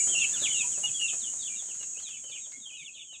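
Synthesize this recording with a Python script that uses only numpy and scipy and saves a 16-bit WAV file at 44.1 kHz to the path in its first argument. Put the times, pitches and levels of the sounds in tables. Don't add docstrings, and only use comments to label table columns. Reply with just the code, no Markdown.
import sys
import numpy as np
from scipy import signal
from scipy.fft import rfft, irfft
from scipy.io import wavfile
from scipy.ndimage import uniform_filter1d

SR = 44100
rng = np.random.default_rng(int(sys.argv[2]) if len(sys.argv) > 2 else 0)


def gain_from_db(level_db):
    decades = np.asarray(level_db, float) / 20
    return 10 ** decades


def wrap_up_sound(samples):
    columns = np.atleast_2d(samples).T
    tamed = np.clip(columns, -1, 1)
    steps = np.round(tamed * 32767).astype(np.int16)
    wavfile.write(sys.argv[1], SR, steps)


N = 141120
T = np.arange(N) / SR


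def table(rows, x, log=False):
    a = np.array(rows, float)
    if log:
        return np.interp(np.log(x), np.log(a[:, 0]), a[:, 1])
    return np.interp(x, a[:, 0], a[:, 1])


def level(x, db):
    return x * gain_from_db(db) / np.sqrt(np.mean(x ** 2))


def walk(rate):
    k = int(SR / rate)
    stairs = np.repeat(rng.standard_normal(N // k + 1), k)
    smooth = uniform_filter1d(uniform_filter1d(stairs, k), k)
    return level(smooth[:N], 0)


def coloured(rows):
    hz = np.arange(1, N // 2 + 2) * SR / N
    return irfft(rfft(rng.standard_normal(N)) * gain_from_db(table(rows, hz, True)), N)


def band(x, hz, width_hz):
    return signal.lfilter(*signal.iirpeak(hz, hz / width_hz, fs=SR), x)


def fade_db(t):
    # [t/s, level/dB]
    fade = [(0, 0.44), (.5, -0.25), (1.5, -6), (2.0, -9.5), (2.9, -19), (3.2, -23)]
    return table(fade, t)


def yard():
    # [f/Hz, level per Hz/dB]
    rumble = [(38, -20), (60, 3), (214, 1), (716, -8.5), (2000, -25), (4000, -39)]
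    # [f/Hz, level per Hz/dB]
    air_rows = [(2000, -10), (4500, -9.5), (12000, -28), (15000, -27.5)]
    # [f/Hz, width/Hz, level/dB]
    hum_rows = [
        (118, 50, -68),
        (220, 16, -65),
    ]
    # [t/s, level/dB]
    bustle = [(0, 1), (.5, -1), (1.2, 1), (1.6, -3.5), (2.1, 0.5), (2.7, 4), (3.2, 10.5)]
    low = level(coloured(rumble) * gain_from_db(1.54 * walk(4.93) + table(bustle, T)), -58)
    hum = 0
    for hz, width, db in hum_rows:
        hum = hum + level(band(rng.standard_normal(N), hz, width), db) * gain_from_db(0.63 * walk(4.37))
    air = level(coloured([(1000, -12.5)] + air_rows) * gain_from_db(2.2 * walk(4.55)), -55.5)
    flock_hz, flock_width_hz = 3150, 610
    flock = band(rng.standard_normal(N), flock_hz, flock_width_hz)
    flock = band(flock, flock_hz, flock_width_hz)
    return low + hum + air + level(flock * gain_from_db(2 * walk(9.3)), -63)


def cicada(rate):
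    drum = {13: -20, 14: -15, 15: 0, 16: -10, 17: -4, 18: -14, 19: -15, 20: -22, 21: -27}
    phase = 2 * np.pi * (np.cumsum(rate) / SR + rng.random())
    return level(sum(gain_from_db(db) * np.sin(k * phase) for k, db in drum.items()), 0)


def chorus():
    # [start f/Hz, end f/Hz]
    rates = [(455.1, 455.1), (435.4, 440.4), (464.3, 461.6), (473.8, 474.8), (426.3, 433.9)]
    # [start level/dB, end level/dB]
    levels = [
        (-43, -42),
        (-47.5, -29.5),
        (-32, -54),
        (-50, -49),
        (-48.5, -42.5),
    ]
    # [f/Hz, level per Hz/dB]
    hiss_rows = [(4600, -40.5), (5350, -22), (5600, -15.5), (6280, -12.5), (6420, 0), (7700, -5.5),
                 (9400, -20.5), (12000, -42.5)]
    u = T / T[-1]
    near = 0
    for (rate0, rate1), (db0, db1) in zip(rates, levels):
        rate = (rate0 + (rate1 - rate0) * u ** 2) * (1 + 0.0006 * walk(25.34))
        near = near + cicada(rate) * gain_from_db(db0 + (db1 - db0) * u + 3 * walk(7.62))
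    swarm_hz = np.r_[rng.normal(456, 5, size=8), rng.normal(434, 4, size=5), rng.uniform(462, 480, size=5)]
    swarm = 0
    for hz in swarm_hz:
        wobble = 0.0015 * (walk(40) + 2 * walk(1))
        swarm = swarm + cicada(hz * (1 + wobble)) * gain_from_db(4 * walk(2.5))
    hiss = level(coloured(hiss_rows), -35.5) * gain_from_db(-3 * u ** 2)
    return near + level(swarm, -33) + hiss


def bumps():
    # [t/s, length/s, f/Hz, level/dB]
    rows = [
        (0.844, 0.1, 120, -54),
        (2.562, 0.035, 233, -44),
        (2.601, 0.023, 220, -45),
        (2.788, 0.071, 153, -50.5),
    ]
    out = np.zeros(N)
    for start, length, hz, db in rows:
        swell = np.exp(-(2 * (T - start) / length - 1) ** 2 * 2)
        out += level(band(rng.standard_normal(N), hz, 23.0), db) * swell
    return out


def steps():
    # [t/s, peak level/dB, f/Hz]
    rows = [(0.07, -42, 348), (0.098, -47, 380), (0.136, -48, 600), (0.415, -39.5, 400), (0.776, -46, 506),
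            (0.833, -45.5, 764), (1.131, -45, 606), (1.331, -50.5, 900), (1.621, -52, 665),
            (1.686, -55, 490), (1.808, -52, 484), (1.968, -55, 497), (2.022, -57.5, 710), (2.237, -54, 515),
            (2.293, -55.5, 516), (2.35, -59.5, 540), (2.464, -58.5, 650), (2.664, -65, 890),
            (2.71, -62.5, 594), (2.955, -68, 604), (3.125, -57.5, 650)]
    t60_s, scuff_db, step_db = 0.12, -3.5, -4.5
    out, t = np.zeros(N + SR), T[:SR // 4]
    for start, db, hz in rows:
        noise = rng.standard_normal(len(t))
        slat = level(band(noise, hz, 184.0), 0)
        scuff = gain_from_db(scuff_db) * level(band(noise, 490.0, 2400.0), 0)
        env = np.minimum(t / 0.0017, 1) * gain_from_db(db + step_db - fade_db(start) - 60 * t / t60_s)
        i = int(start * SR)
        out[i:i + len(t)] += (slat + scuff) * env
    return out[:N]


def pecks():
    # [t/s, peak level/dB]
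    rows = [
        (0.834, -60),
        (1.0093, -57.5),
        (1.7475, -65.5),
        (1.8288, -57),
        (2, -59),
        (2.0857, -61.5),
        (2.5192, -61.5),
    ]
    t60_s, peck_db = 0.081, 9.5
    out, t = np.zeros(N + SR), T[:SR // 4]
    bright = signal.butter(2, [1100, 5500], "band", fs=SR)
    for start, db in rows:
        tick = level(signal.lfilter(*bright, rng.standard_normal(len(t))), 0)
        i = int(start * SR)
        out[i:i + len(t)] += tick * gain_from_db(db + peck_db - fade_db(start) - 60 * t / t60_s)
    return out[:N]


def whistles(rows, bend, flutter, waver):
    lead_s, attack_s, release_s = 0.013, 0.023, 0.012
    scoop, waver_hz, overtone_db, whistle_db = 5.85, 24, -24, 1.5
    throat_hz, throat_db_per_oct = 3500, -24.5
    out = np.zeros(N)
    for k, (start, length, hz0, hz1, db) in enumerate(rows):
        t = T - start
        on = (t > -lead_s) & (t < length + lead_s / 2)
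        t = t[on]
        own = (np.flatnonzero(on) + 9973 * k + int(20000 * bend)) % N
        glide = np.clip(t / length, 0, None) ** bend
        lead_in = scoop * (bend - 1) * np.clip(-t / length, 0, None) ** 2
        hz = hz0 + (hz1 - hz0) * (glide + lead_in) + waver_hz * waver[own]
        phase = 2 * np.pi * np.cumsum(hz) / SR
        rise, fall = (t + lead_s) / attack_s, (length + lead_s / 2 - t) / release_s
        env = np.sin(np.clip(np.minimum(rise, fall), 0, 1) * np.pi / 2) ** 2
        throat_db = throat_db_per_oct * np.clip(np.log2(hz / throat_hz), 0, None)
        env = env * gain_from_db(db + whistle_db + throat_db) * flutter[own]
        out[on] += env * np.sqrt(2) * (np.sin(phase) + gain_from_db(overtone_db) * np.sin(2 * phase))
    return out


def hoots(flutter, waver):
    first_s, gap_s, length_s, hz, db = 3, 0.135, 0.04, 650, -60.5
    rows = [(first_s + k * gap_s, length_s, hz, hz, db) for k in range(5)]
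    return whistles(rows, 1.0, flutter, waver)


def chicks(flutter, waver):
    # [t/s, length/s, start f/Hz, end f/Hz, level/dB]
    arches = [(0.096, 0.067, 3298, 2739, -42.5), (0.339, 0.042, 3570, 2590, -38),
              (0.588, 0.053, 3790, 2680, -41.5), (0.605, 0.02, 2620, 2458, -35),
              (0.858, 0.042, 3593, 2960, -46), (0.874, 0.025, 2864, 2497, -42.5),
              (0.944, 0.056, 3353, 3165, -43), (1.392, 0.051, 3860, 3210, -44),
              (1.413, 0.026, 4600, 3400, -42.5), (1.445, 0.044, 3590, 2650, -44),
              (1.564, 0.052, 3820, 3270, -45), (1.687, 0.037, 3130, 2550, -45),
              (2.075, 0.077, 3430, 2928, -39.5), (2.08, 0.036, 3210, 2590, -43),
              (2.158, 0.016, 2645, 2315, -39.5), (2.285, 0.038, 4820, 3491, -44),
              (2.335, 0.042, 3130, 2446, -32.5), (2.41, 0.059, 3860, 3104, -39.5),
              (2.603, 0.068, 3854, 3086, -40), (2.738, 0.045, 3430, 2630, -38.5),
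              (2.771, 0.079, 3880, 2670, -37.5), (2.846, 0.0285, 3625, 3260, -33),
              (2.975, 0.041, 3766, 2790, -35), (2.94, .045, 3310, 2477, -34), (.56, .04, 3500, 3130, -49),
              (2.995, 0.041, 3640, 2590, -31.5), (3.133, 0.043, 3870, 2640, -35.5)]
    # [t/s, length/s, start f/Hz, end f/Hz, level/dB]
    slides = [(0.19, 0.016, 4170, 3450, -45), (0.194, 0.034, 3250, 2673, -41),
              (0.207, 0.05, 2770, 2627, -32.5), (0.397, 0.032, 3950, 3650, -50),
              (0.417, 0.035, 4050, 3207, -36), (.425, 0.042, 3850, 3050, -41),
              (0.455, 0.025, 3189, 2180, -38.5), (0.524, 0.03, 3420, 2850, -32.5),
              (0.718, 0.056, 3510, 2550, -51.0), (0.997, 0.094, 2970, 2698, -33.5),
              (1.082, 0.021, 3770, 2970, -38.5), (1.205, 0.044, 4430, 3240, -43.5),
              (1.243, 0.051, 3330, 2853, -50.5), (1.799, 0.049, 3000, 2673, -41.5),
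              (1.937, 0.03, 2712, 2500, -48.5), (2.024, 0.052, 4550, 3530, -40),
              (2.285, 0.022, 3000, 2620, -45), (2.319, 0.0258, 3579, 3030, -35.5),
              (2.662, 0.032, 3367, 3150, -33.5), (2.692, 0.019, 3096, 2520, -35.5),
              (2.712, 0.053, 3120, 2880, -35), (2.803, 0.027, 2728, 2224, -33),
              (2.865, 0.031, 3215, 2513, -31), (2.745, 0.029, 2764, 2410, -42),
              (2.948, 0.045, 4040, 2790, -35), (3.122, 0.042, 3255, 2450, -34)]
    # [t/s, length/s, start f/Hz, end f/Hz, level/dB]
    held = [(0, 0.01, 2400, 2300, -42), (.005, 0.033, 2800, 2820, -52.5), (0.157, 0.067, 2800, 2735, -35),
            (.212, 0.048, 3460, 2880, -39), (0.322, 0.051, 1800, 1380, -54.5),
            (0.475, 0.045, 2985, 3025, -38.5), (.555, 0.052, 2840, 2697, -36),
            (0.635, 0.03, 930, 952, -56.5), (0.838, 0.027, 2902, 2840, -35.5),
            (1.085, 0.034, 2654, 2490, -43), (1.497, 0.048, 2363, 2430, -52),
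            (1.966, 0.035, 2500, 3290, -42), (2.06, 0.049, 2460, 2500, -50),
            (2.131, 0.028, 2625, 2750, -41), (2.242, 0.09, 3092, 2937, -43),
            (2.368, 0.012, 2515, 2230, -42), (2.325, 0.039, 2380, 2650, -42),
            (2.524, 0.042, 2188, 2222, -44.5), (2.555, 0.049, 3337, 3310, -49),
            (2.712, 0.041, 2497, 2530, -43), (2.775, 0.029, 2690, 2490, -35.5),
            (3.04, 0.038, 3456, 3210, -34), (3.09, 0.043, 3100, 2936, -32.5)]
    # [t/s, length/s, start f/Hz, end f/Hz, level/dB]
    more_peeps = [(0.076, 0.028, 3064, 3255, -48.5), (0.086, 0.078, 3580, 3310, -55.5),
                  (.228, 0.022, 2480, 2260, -44), (0.273, .035, 2543, 2730, -55), (.39, .012, 4800, 4550, -58),
                  (0.438, .03, 3900, 3440, -44), (.47, 0.035, 3450, 3460, -54), (.552, .03, 3570, 4150, -50),
                  (0.641, 0.0094, 2520, 2400, -47), (0.903, 0.079, 4620, 4630, -55),
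                  (1.065, .01, 3970, 3850, -57), (1.268, 0.0091, 3600, 3550, -55),
                  (1.542, 0.015, 2490, 3550, -46.5), (1.56, .008, 2850, 2700, -47),
                  (1.683, .022, 3700, 3160, -56), (1.807, 0.022, 4080, 4040, -52),
                  (1.857, 0.023, 2762, 2740, -59), (2.023, 0.028, 3350, 3220, -50),
                  (2.155, 0.063, 3520, 3340, -52.5), (2.38, 0.022, 3350, 3430, -48),
                  (2.828, .02, 3980, 3850, -51), (2.912, 0.021, 3000, 4000, -51), (2.925, .025, 4420, 4250, -52),
                  (2.928, 0.091, 2720, 2290, -50)]
    falling = whistles(arches, 1.6, flutter, waver)
    dropping = whistles(slides, 0.65, flutter, waver)
    return falling + dropping + whistles(held + more_peeps, 1.0, flutter, waver)


def pen_echo(near):
    t60_s, echo_db, shuffle_hz = 0.2, -3.5, 30
    t = T[:SR // 2]
    echo = rng.standard_normal(len(t)) * gain_from_db(-60 * t / t60_s) * np.minimum(t / 0.0029, 1)
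    echo = echo * gain_from_db(echo_db) / np.sqrt(np.sum(echo ** 2))
    shuffled = near * np.sqrt(2) * np.sin(2 * walk(shuffle_hz))
    return signal.fftconvolve(shuffled, echo)[:N]


def scene():
    flutter = gain_from_db(2.6 * walk(45)) * (1 + 0.36 * walk(450))
    waver = walk(90)
    near = steps() + pecks() + hoots(flutter, waver) + chicks(flutter, waver)
    mix = yard() + chorus() + bumps() + near + pen_echo(near)
    return (mix * gain_from_db(fade_db(T)))[None]


def top_cut(x):
    return signal.sosfilt(signal.butter(12, 15870, fs=SR, output="sos"), x)


def record(dry):
    low_pass = signal.ellip(8, 0.2, 70, 15600, fs=SR, output="sos")
    return top_cut(signal.sosfilt(low_pass, dry))


dry = scene()
out = record(dry)
wrap_up_sound(out)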